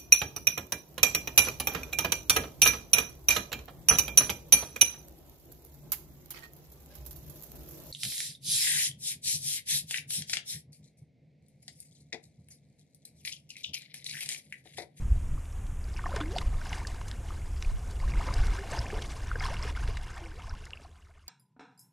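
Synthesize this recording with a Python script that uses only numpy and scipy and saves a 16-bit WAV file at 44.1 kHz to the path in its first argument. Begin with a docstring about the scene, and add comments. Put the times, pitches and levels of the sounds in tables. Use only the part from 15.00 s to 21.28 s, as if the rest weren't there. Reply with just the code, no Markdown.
"""Letting a fish go in a shallow lake

A person in waders lets a fish go and wades past a small camera. The fish kicks off with a splash and a long
"gloop", then legs churn the water. Ringing bubbles (short fading tones), ticks and filtered noise make the
splashes, spray and last drips. Low noise makes the light wind on the microphone, two wavering tones make a far
motor's drone, and steady noise makes a soft hiss. Everything fades out together at the end."""
import sys
import numpy as np
from scipy import signal
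from scipy.fft import rfft, irfft, next_fast_len
from scipy.io import wavfile
from scipy.ndimage import uniform_filter1d, map_coordinates

SR = 44100
rng = np.random.default_rng(int(sys.argv[2]) if len(sys.argv) > 2 else 0)


def transcribe(u):
    """Save the signal u as a 16-bit wav file named by the first command-line argument.

    u: samples, shape (n,) or (channels, n), limited to [-1, 1]; the rate is SR.
    q: integer samples, one column per channel.
    """
    v = np.clip(np.atleast_2d(u).T, -1, 1)
    q = np.round(v * 32767).astype(np.int16)
    wavfile.write(sys.argv[1], SR, q)


N = 276983
TIME = np.arange(N) / SR

# Surges of water from the fish's kicks and the wader's legs: crest_s, splash_db, rise_s, settling_s,
# deep_slosh_db and spray_db (both compared with the splash)
SURGES = [(1.06, -51, 0.015, 0.13, 1, -16), (1.163, -42, 0.049, 0.1, -2, -10.5),
          (1.374, -47, 0.056, 0.086, 3, -7.5), (1.76, -46.5, 0.18, 0.19, -2, -8),
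          (2.29, -53.5, 0.068, 0.19, 0, -7.5), (2.62, -54.5, 0.049, 0.11, -19, -2.5),
          (3.291, -42, 0.17, 0.13, -1.5, -10.5), (3.47, -44.5, 0.17, 0.55, -4.5, -11),
          (3.738, -40, 0.036, 0.058, -13, -9), (3.98, -46, 0.31, 0.087, 3, -14),
          (4.34, -46.5, 0.16, 0.081, -10, -29), (4.425, -42.5, 0.036, 0.62, -8.5, -10.5),
          (4.64, -44.5, 0.026, 0.12, -4.5, -7.5), (4.88, -51, 0.043, 0.06, 2.5, -6.5),
          (5.22, -52, 0.022, 0.037, -4, -17), (5.41, -58, 0.018, 0.055, 2, -33),
          (5.54, -54, 0.16, 0.048, -5, -10), (5.64, -56, 0.062, 0.016, -4.5, -7),
          (5.82, -59.5, 0.7, 0.077, -1, -8.5)]
# Gentle lapping between the surges: time_s, deep_slosh_db, splash_db, spray_db
LAPPING = [(0, -64, -66, -72.5), (.78, -63, -68, -74.5), (.97, -54.5, -54.5, -64), (2.5, -60, -59, -67),
           (3, -55, -57.5, -62), (4.2, -56, -53, -57.5), (5.3, -65, -65.5, -84), (6.08, -78, -78, -89),
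           (6.28, -83, -104, -98)]
# Colour of churned water: frequency_hz, relative_level_db (per Hz)
WATER_COLOUR = [(120, -25), (170, 4.5), (250, 2), (370, 1), (490, 0), (630, 1.5), (780, -1), (1050, -0.5),
                (1500, -3), (2500, -6.5), (4000, -15), (5100, -11), (6600, -19), (10500, -24), (12000, -38),
                (15000, -39)]
# The loudest single bubbles and drips: start_s, pitch_hz, peak_db
SINGLE_BUBBLES = [(0.377, 1180, -42.5), (0.526, 5570, -50), (0.8417, 4740, -44), (0.9403, 4800, -42),
                  (0.964, 2560, -37.5), (0.971, 5380, -37.5), (0.991, 1490, -35), (0.993, 1900, -37.5),
                  (1.0396, 1180, -30), (1.057, 716, -31.5), (1.058, 1760, -30.5), (1.064, 1100, -26.5),
                  (1.09, 746, -35), (1.117, 590, -39), (1.117, 990, -36), (1.1282, 1320, -32.5),
                  (1.138, 570, -30), (1.148, 1010, -37), (1.161, 422, -35), (1.161, 1200, -39),
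                  (1.164, 1780, -32.5), (1.205, 1330, -32), (1.2112, 3400, -32), (1.211, 1070, -32),
                  (1.211, 1450, -32), (1.235, 1670, -40), (1.257, 2120, -39), (1.3611, 722, -23),
                  (1.363, 4440, -33), (1.3707, 4640, -34), (1.383, 2056, -29.5), (1.413, 1900, -38),
                  (1.414, 1170, -34.5), (1.421, 950, -40), (1.54, 1180, -39.5), (1.614, 1500, -36.5),
                  (1.656, 1600, -40), (1.667, 790, -38), (1.6937, 5870, -34.5), (1.717, 890, -38.5),
                  (1.726, 780, -36), (1.7291, 2850, -29.5), (1.732, 1980, -29.5), (1.764, 1750, -40),
                  (1.776, 820, -39), (1.8, 2150, -38.5), (1.815, 895, -38.5), (1.8498, 1710, -34),
                  (1.871, 4840, -35.5), (2.305, 1200, -34.5), (2.6478, 2460, -36), (3.001, 2000, -41),
                  (3.077, 1690, -38.5), (3.119, 2430, -38), (3.1368, 2150, -34.5), (3.155, 1530, -39),
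                  (3.175, 2080, -36.5), (3.195, 2200, -37), (3.215, 1850, -37), (3.258, 1120, -38),
                  (3.279, 1010, -36), (3.28, 545, -37), (3.285, 2080, -34.5), (3.2874, 1220, -29),
                  (3.29, 960, -35), (3.3061, 1080, -33), (3.314, 1110, -36), (3.325, 2250, -36.5),
                  (3.336, 1620, -38.5), (3.339, 4800, -28), (3.438, 1520, -37), (3.482, 1320, -36.5),
                  (3.718, 7700, -32), (3.737, 1510, -33), (3.771, 890, -34.5), (3.776, 1850, -36),
                  (3.777, 585, -36.5), (3.7904, 5100, -25), (3.856, 1780, -38), (3.865, 2440, -36),
                  (3.902, 1700, -34.5), (3.925, 1230, -40), (3.966, 970, -39), (3.989, 1690, -35),
                  (4.1194, 7550, -39.5), (4.3142, 1367, -23.5), (4.354, 483, -36.5), (4.3556, 1600, -28),
                  (4.3982, 5000, -31), (4.405, 1460, -36), (4.406, 2130, -29), (4.412, 770, -35),
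                  (4.425, 1770, -33.5), (4.426, 970, -36.5), (4.439, 1670, -34), (4.44, 3190, -31.5),
                  (4.4536, 1084, -29), (4.4544, 4240, -32.5), (4.484, 930, -33), (4.485, 1120, -32.5),
                  (4.567, 2800, -34), (4.6264, 5270, -30), (4.632, 1960, -37), (4.6484, 455, -36.5),
                  (4.677, 1730, -38), (4.751, 2030, -37), (4.773, 1420, -31.5), (4.887, 444, -38),
                  (5.186, 1830, -47), (5.206, 820, -46), (5.214, 681, -46), (5.226, 936, -50),
                  (5.24, 2890, -44.5), (5.259, 2280, -41), (5.368, 2090, -49), (5.395, 1250, -41),
                  (5.421, 2977, -42.5), (5.441, 1080, -41), (5.473, 905, -47), (5.4951, 5200, -37.5),
                  (5.51, 1500, -42.5), (5.537, 1040, -40.5), (5.641, 2700, -43), (5.666, 1920, -42),
                  (5.669, 1440, -47.5), (5.733, 2780, -29.5), (5.773, 2580, -40), (5.797, 600, -50.5),
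                  (5.848, 740, -44), (5.856, 1100, -48), (6.07, 1290, -55)]
# Slaps of water on water: start_s, peak_db (before the final softening), band_hz, decay_s
SLAPS = [(0.455, -45, 3800, 0.0011), (0.666, -47, 4400, 0.0021), (1.161, -29, 5030, 0.0024),
         (1.162, -30.5, 1580, 0.0085), (1.203, -33, 2500, 0.0044), (1.382, -29.5, 2840, 0.0021),
         (1.384, -21, 3260, 0.0014), (1.667, -40, 2500, 0.0017), (1.729, -30, 2840, 0.0019),
         (1.87, -29.5, 5960, 0.0034), (2.013, -31, 1200, 0.0012), (2.081, -36, 7140, 0.0052),
         (2.1138, -28, 2480, 0.00047), (2.625, -25, 3860, 0.00074), (3.34, -30, 6460, 0.0017),
         (3.468, -33.5, 5500, 0.0022), (3.732, -35.5, 1800, 0.0084), (4.02, -31.5, 3750, 0.004),
         (4.646, -35.5, 2200, 0.0043), (4.875, -34.5, 2200, 0.0037), (4.97, -28.5, 2850, 0.003),
         (5.551, -41.5, 2480, 0.0012), (5.654, -38, 6000, 0.001), (5.7064, -35.5, 2560, 0.00045)]
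# Gulps of air pockets behind the fish's tail and the legs:
# start_s, length_s, first_pitch_hz, last_pitch_hz, first_peak_db, last_peak_db, raggedness (0 to 1)
GULPS = [(0.988, 0.01, 845, 1160, -44, -44, 0), (1.179, 0.024, 650, 704, -43, -39, 0.4),
         (3.023, 0.018, 774, 1125, -48, -37, 0.1), (3.195, 0.019, 588, 1260, -39.5, -37, .05),
         (3.567, 0.024, 1097, 1750, -50, -39, 0.13), (3.551, 0.018, 1680, 1160, -46, -49.5, 0.4),
         (3.586, 0.04, 395, 392, -41, -49, 0), (3.627, 0.037, 823, 480, -42, -46, .6),
         (3.72, 0.033, 566, 970, -35.5, -37, .35), (3.93, .022, 407, 596, -38, -37, .7),
         (4.496, 0.0326, 503, 722, -47, -35.5, 0.2), (5.164, 0.036, 760, 595, -51, -52.5, 0.2),
         (5.218, 0.099, 338, 305, -46.5, -60, 0.06), (5.244, 0.027, 465, 538, -55, -50, 0),
         (5.332, 0.062, 404, 560, -56, -54, .25), (5.377, 0.038, 681, 930, -58, -48, .4)]
# The wide air cavity behind the fish: length_s, deep_pitch_hz, last_pitch_hz, opening_db, held_db, closing_db
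CAVITY = (0.172, 301, 910, -27.5, -45.5, -40.5)
# The breeze on the microphone: time_s, level_db
BREEZE = [(0, -31), (.46, -41.5), (.62, -34.5), (1.2, -35.5), (2.2, -38.5), (2.55, -34.5), (2.87, -38),
          (3.15, -32.5), (3.65, -40), (5.04, -37.5), (5.18, -45), (5.55, -42), (5.82, -58.5), (6.28, -63)]
# Gusts on top of the breeze: peak_s, level_db, spread_s (standard deviation of the bell shape)
GUSTS = [(0.12, -29.5, 0.11), (0.338, -29, 0.04), (1.507, -31.5, 0.052), (3.07, -32.5, 0.068),
         (3.42, -26.5, 0.073), (3.799, -27.5, 0.012), (4.433, -34, 0.16), (4.697, -36, 0.036),
         (4.88, -30.5, 0.07), (5.535, -35.5, 0.011)]
# Colour of the wind, also used for the dull push of water: frequency_hz, relative_level_db (per Hz)
RUMBLE_COLOUR = [(8, -12.5), (22, 5), (40, -1), (60, 2), (90, -7), (125, -13.5), (200, -24.5), (350, -37),
                 (700, -54.5)]
# Single puffs of wind: peak_s, peak_db, pitch_hz
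PUFFS = [(0.123, -13.5, 63), (0.18, -22.5, 64.6), (1.468, -20.5, 41.7), (1.564, -22.5, 30.2),
         (2.683, -18.5, 26), (3.051, -19.5, 27.3), (3.18, -18.5, 35.5), (3.366, -19, 41.6),
         (3.408, -19.5, 38.3), (3.509, -18.5, 32.5), (3.973, -22.5, 46.3), (4.401, -21.5, 30)]
# An eddy that falls between the two ports and pushes them opposite ways: peak_s, peak_db, pitch_hz
CROSS_EDDY = (2.745, -26, 21)
# Tones of the far motor: pitch_hz, wobble_width_hz, level_db (where the background is loudest)
DRONE = [(67.74, 7.93, -48.5), (84.55, 13.82, -48)]
# Colour of the steady hiss: frequency_hz, relative_level_db (per Hz)
HISS_COLOUR = [(150, 16.5), (500, 6), (1150, 4.5), (1700, 0.5), (2500, -1.5), (3300, -6.5), (4400, -22),
               (5700, -9), (6700, -2.5), (9000, -5.5), (10800, -9), (12200, -15.5), (15000, -19)]
# Level of the hiss, which the drone follows less steeply: time_s, level_db
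BACKGROUND_LEVEL = [(0, -53), (.8, -53), (2.9, -52.5), (4.2, -54), (4.9, -59), (5.3, -61.5), (5.7, -67),
                    (6.0, -68), (6.28, -77.5)]
# Gain of the faint left-right difference: frequency_hz, gain_db
WIDTH = [(30, -97), (150, -39.5), (1000, -34), (4000, -25.5), (8000, -21), (13000, -21)]

SWELL_CYCLES = 2.44  # a bubble needs a few cycles to reach its full ring
THINNING = 0.55  # calmer water makes fewer bubbles: their rate goes as this power of the level
RING_CYCLES, RING_GROWTH = 2.1, 0.36  # decay of a 1 kHz bubble in cycles; smaller ones ring for more cycles
RING_SPREAD, CHIRP_MAX = 0.18, 0.0017  # single bubbles differ in ring length and in how fast the pitch rises
SLAP_RISE = 0.22  # a slap builds up over this share of its decay time
CAVITY_START_S, CAVITY_SETTLES_S = 1.205, 0.037  # the second: how fast the opening push dies away
CAVITY_CURVE = 3.2  # pitch and level rise late, as this power of time
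# The flutter's level when the wind is at BREEZE_DB, and its change in dB per dB of wind
BREEZE_DB, FLUTTER_DB, FLUTTER_FOLLOWS = -35.5, -42.5, 0.97
EDGE_HZ = 15000  # upper limit of the camera's sound


def amp(db):
    """Turns decibels into gain."""
    return 10 ** (np.asarray(db) / 20)


def evened(x):
    """Scales a signal to an average strength (rms) of 1."""
    return x / np.sqrt(np.mean(x ** 2) + 1e-20)


def read(points, hz):
    """Reads a colour table on a log-frequency axis."""
    table_hz, value = np.transpose(points)
    return np.interp(np.log(hz + 1), np.log(table_hz + 1), value)


def curve(rows):
    """Draws each column of a time table as a curve, sample by sample."""
    s, *columns = np.transpose(rows)
    return [np.interp(TIME, s, column) for column in columns]


def add(mix, s, sound):
    """Mixes a sound in at time s."""
    part = mix[max(round(s * SR), 0):][:len(sound)]
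    part += sound[:len(part)]


def noise(points, lo_hz=0, hi_hz=SR):
    """Noise of rms 1 with the given colour between two edges."""
    size = next_fast_len(N)
    hz = np.fft.rfftfreq(size, 1 / SR)
    colour = amp(read(points, hz)) * (hz > lo_hz) * (hz < hi_hz)
    return evened(irfft(rfft(rng.standard_normal(size)) * colour, size)[:N])


def wander(rate_hz):
    """A random curve of rms 1, drawn as straight lines between random points."""
    knots = rng.standard_normal(4096)
    return evened(map_coordinates(knots, [TIME * rate_hz], order=1, mode="wrap"))


def churn():
    """Stirred water: big slow bubbles, a middle splash and fine spray, each with a wash of noise."""
    deep_level, splash_level, spray_level = stirring()

    deep = amp(-4.5) * froth(deep_level, 229.5, 762.0, per_s=520, spread_db=3.5, cycles=3.6, rise=0.0109)
    deep += amp(-9.0) * noise(WATER_COLOUR, 120, 750)
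    deep += amp(-3.5) * noise(RUMBLE_COLOUR, 100, 320)  # the dull push of displaced water

    splash = amp(-3.5) * froth(splash_level, 673.0, 2998, per_s=1000, spread_db=2.0, cycles=6.5, rise=0.00911)
    splash += amp(-11) * noise(WATER_COLOUR, 750, 3300)
    # long, gliding gurgles
    splash += amp(-8) * froth(splash_level, 520, 2100, per_s=60, spread_db=2, cycles=12.4, rise=0.011)
    splash += amp(-12.5) * crackle(per_s=200, spread_db=2.5, lo_hz=900, hi_hz=2480)

    spray = amp(-1) * froth(spray_level, 3454, 10850, per_s=1900, spread_db=5.0, cycles=8.6, rise=0.003)
    spray += amp(-5.5) * noise(WATER_COLOUR, 3300)
    spray += amp(-6) * crackle(per_s=220, spread_db=4.5, lo_hz=3400, hi_hz=6040)

    clumps_db = 2.31 * wander(55) - 1.0  # splash and spray come in clumps
    return deep * deep_level + (splash * splash_level + spray * spray_level) * amp(clumps_db)


def stirring():
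    """Levels of deep slosh, splash and spray: the surges add their power to the lapping."""
    power = amp(curve(LAPPING)) ** 2
    for s, db, rise_s, fall_s, deep_db, spray_db in SURGES:
        balance = amp([deep_db, 0, spray_db])
        power += np.outer(balance, amp(db) * swell(s, rise_s, fall_s)) ** 2
    return np.sqrt(power)


def swell(s, rise_s, fall_s):
    """A level that builds up to a crest at time s and settles again."""
    return np.exp(np.minimum((TIME - s) / rise_s, (s - TIME) / fall_s))


def froth(level, lo_hz, hi_hz, per_s, spread_db, cycles, rise, count=28):
    """A cloud of bubbles of many sizes, dense in a surge and sparse in calm water, a few much louder; rms 1."""
    out = np.zeros(N)
    busy = (level / level.max()) ** THINNING
    for hz in np.geomspace(lo_hz, hi_hz, count):
        chance = rng.random(N)
        loudness = np.minimum(rng.exponential(1, N), 3)
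        births = np.flatnonzero(chance < busy * per_s / count / SR)
        pop = bubble(hz, cycles * rng.uniform(0.5, 1.5), rise)
        pop *= amp(read(WATER_COLOUR, hz)) * np.sqrt(hz) / np.linalg.norm(pop)
        for k in births:
            # Dividing by the root of busy offsets the thinning; the sign flips on every odd sample
            gain = amp(spread_db * loudness[k]) / np.sqrt(busy[k]) * (-1) ** k
            add(out, k / SR, pop * gain)
    return evened(out)


def bubble(hz, cycles, rise):
    """A bubble swells and rings out, its pitch rising as it nears the surface."""
    u = np.arange(int(SR * (5 * cycles + 6) / hz)) * hz / SR  # time counted in cycles
    ring = (1 - np.exp(-(u / SWELL_CYCLES) ** 2)) * np.exp(-u / cycles)
    return ring / ring.max() * np.sin(2 * np.pi * u * (1 + rise * u))


def crackle(per_s, spread_db, lo_hz, hi_hz):
    """Droplets patter back onto the surface as tiny dry ticks; rms 1."""
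    loudness = np.minimum(rng.exponential(1, N), 3)
    ticks = (rng.random(N) < per_s / SR) * amp(spread_db * loudness) * np.sign(rng.standard_normal(N))
    ticks = signal.lfilter(*signal.butter(2, lo_hz, "high", fs=SR), ticks)
    return evened(signal.lfilter(*signal.butter(2, min(hi_hz, SR / 3), fs=SR), ticks))


def plops():
    """The large bubbles and drips that stand out one by one, each with a ring and a chirp of its own."""
    out = np.zeros(N)
    for s, hz, db in SINGLE_BUBBLES:
        ring, chirp = rng.random(2)
        cycles = RING_CYCLES * (hz / 1000) ** RING_GROWTH * np.exp(RING_SPREAD * (2 * ring - 1))
        add(out, s, amp(db) * bubble(hz, cycles, CHIRP_MAX * chirp))
    return out


def slaps():
    """Water hits water: a sharp, broad burst of noise that dies in milliseconds."""
    out = np.zeros(N)
    t = np.arange(4096) / SR
    for s, db, hz, decay in SLAPS:
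        band = signal.butter(1, [hz / 2.2, min(hz * 1.48, 0.45 * SR)], "band", fs=SR)
        contact = (1 - np.exp(-t / (SLAP_RISE * decay))) * np.exp(-t / decay)
        burst = rng.standard_normal(len(t)) * contact
        burst = signal.lfilter(*band, signal.lfilter(*band, burst))
        add(out, s, amp(db) * burst / abs(burst).max())
    return signal.sosfilt(signal.butter(3, 10500, fs=SR, output="sos"), out)  # softens the top


def gulps():
    """An air pocket rings as long as water feeds it; its pitch moves ever faster as it closes or opens."""
    out = np.zeros(N)
    for s, length, from_hz, to_hz, from_db, to_db, ragged in GULPS:
        t = np.arange(int((length + 0.015) * SR)) / SR
        done = np.minimum(t / length, 1)
        hz = from_hz * (to_hz / from_hz) ** (done ** 1.6)
        level = amp(from_db + (to_db - from_db) * done)
        edges = (1 - np.exp(-t / 0.00083)) * np.exp(-np.maximum(t - length, 0) / 0.0032)
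        add(out, s, edges * level * gurgle(hz, ragged))
    return out


def cavity(s, length, deep_hz, last_hz, open_db, held_db, close_db):
    """A wide cavity opens with a push, holds one deep, trembling note, then glides up as it closes."""
    out = np.zeros(N)
    t = np.arange(int((length + 0.015) * SR)) / SR
    closed = np.minimum(t / length, 1) ** CAVITY_CURVE
    hz = deep_hz * (last_hz / deep_hz) ** closed
    db = held_db + (open_db - held_db) * np.exp(-t / CAVITY_SETTLES_S) + (close_db - held_db) * closed
    edges = (1 - np.exp(-t / 0.003)) * np.exp(-np.maximum(t - length, 0) / 0.0043)
    add(out, s, edges * amp(db) * gurgle(hz, ragged=0.1))
    return out


def gurgle(hz, ragged, shakes_per_cycle=0.407):
    """The note of an air pocket along a pitch curve; turbulence breaks up a share of it."""
    turns = np.cumsum(hz) / SR
    ragged = np.clip(ragged, 0, 1)
    a, b = (evened(map_coordinates(knots, [turns * shakes_per_cycle], order=2, mode="wrap"))
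            for knots in rng.standard_normal((2, 256)))
    # The steady share plus a share whose strength and phase shake at random
    shaken = np.sqrt(1 - ragged) + np.sqrt(ragged / 2) * (a + 1j * b)
    return (shaken * np.exp(2j * np.pi * turns)).imag


def scatter(x, t60, size=4096):
    """Faint, quick reflections from the water surface and the wader's body, falling 60 dB in t60 seconds."""
    t = np.arange(size) / SR
    taps = rng.standard_normal(size) * (rng.random(size) < 2000 / SR) * amp(-60 * t / t60) * (t > 0.001)
    return signal.oaconvolve(x, taps / np.linalg.norm(taps))[:N]


def wind():
    """Wind on the microphone: deep buffeting, and a quicker, higher flutter that rises and falls with it."""
    breeze_db, = curve(BREEZE)
    force = np.sqrt(amp(breeze_db) ** 2 + sum(gust(*row) ** 2 for row in GUSTS))
    buffeting = force * steadied(noise(RUMBLE_COLOUR, 8.9, 66), size=5000)
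    flutter_level = amp(FLUTTER_DB) * (force / amp(BREEZE_DB)) ** FLUTTER_FOLLOWS
    return buffeting + flutter_level * steadied(noise(RUMBLE_COLOUR, 66, 1500), size=4000)


def gust(s, db, spread_s):
    """A bell-shaped swell of wind."""
    return amp(db) * np.exp(-((TIME - s) / spread_s) ** 2 / 2)


def steadied(x, size):
    """Takes the slow swells out of a low noise."""
    return x / np.sqrt(uniform_filter1d(x ** 2, size) + 1e-6)


def puffs(rows):
    """Each single eddy pushes the diaphragm once, with a smaller swing back on either side."""
    out = np.zeros(N)
    for s, db, hz in rows:
        u = np.arange(-SR // 10, SR // 10) * hz / SR  # cycles before and after the peak
        add(out, s - 1 / 10, amp(db) * np.cos(2 * np.pi * u) * np.exp(-(u / 0.5) ** 2))
    return out


def background():
    """Soft hiss from coloured noise, and a far motor's drone from tones that waver in pitch."""
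    level_db, = curve(BACKGROUND_LEVEL)
    drone = np.zeros(N)
    for hz, width, db in DRONE:
        turns = np.cumsum(hz + width / 2 * wander(15)) / SR
        drone += amp(db) * np.sqrt(2) * np.sin(2 * np.pi * turns)
    return amp(level_db) * noise(HISS_COLOUR) + drone * amp(0.62 * (level_db - level_db.max()))


def scene():
    """All sources reach two microphone ports that lie close together: nearly mono."""
    water = churn() + plops() + slaps() + gulps() + cavity(CAVITY_START_S, *CAVITY)
    mid = water + amp(-10.5) * scatter(water, t60=0.038) + wind() + puffs(PUFFS) + background()
    spread = scatter(water, t60=0.023) + wind() + background()  # becomes a faint stereo spread
    size = next_fast_len(N)
    width_gain = amp(read(WIDTH, np.fft.rfftfreq(size, 1 / SR)))
    side = irfft(rfft(spread, size) * width_gain, size)[:N]
    side += puffs([CROSS_EDDY])
    return np.array([mid + side, mid - side])


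def record(dry):
    """The camera's band limit removes the highest treble, after a soft start of 4 ms."""
    eased = dry * np.minimum(TIME / 0.004, 1)
    lowpass = signal.firwin(511, EDGE_HZ, window=("kaiser", 9), fs=SR)
    return signal.oaconvolve(eased, lowpass[None], "same")


dry = scene()
out = record(dry)
transcribe(out)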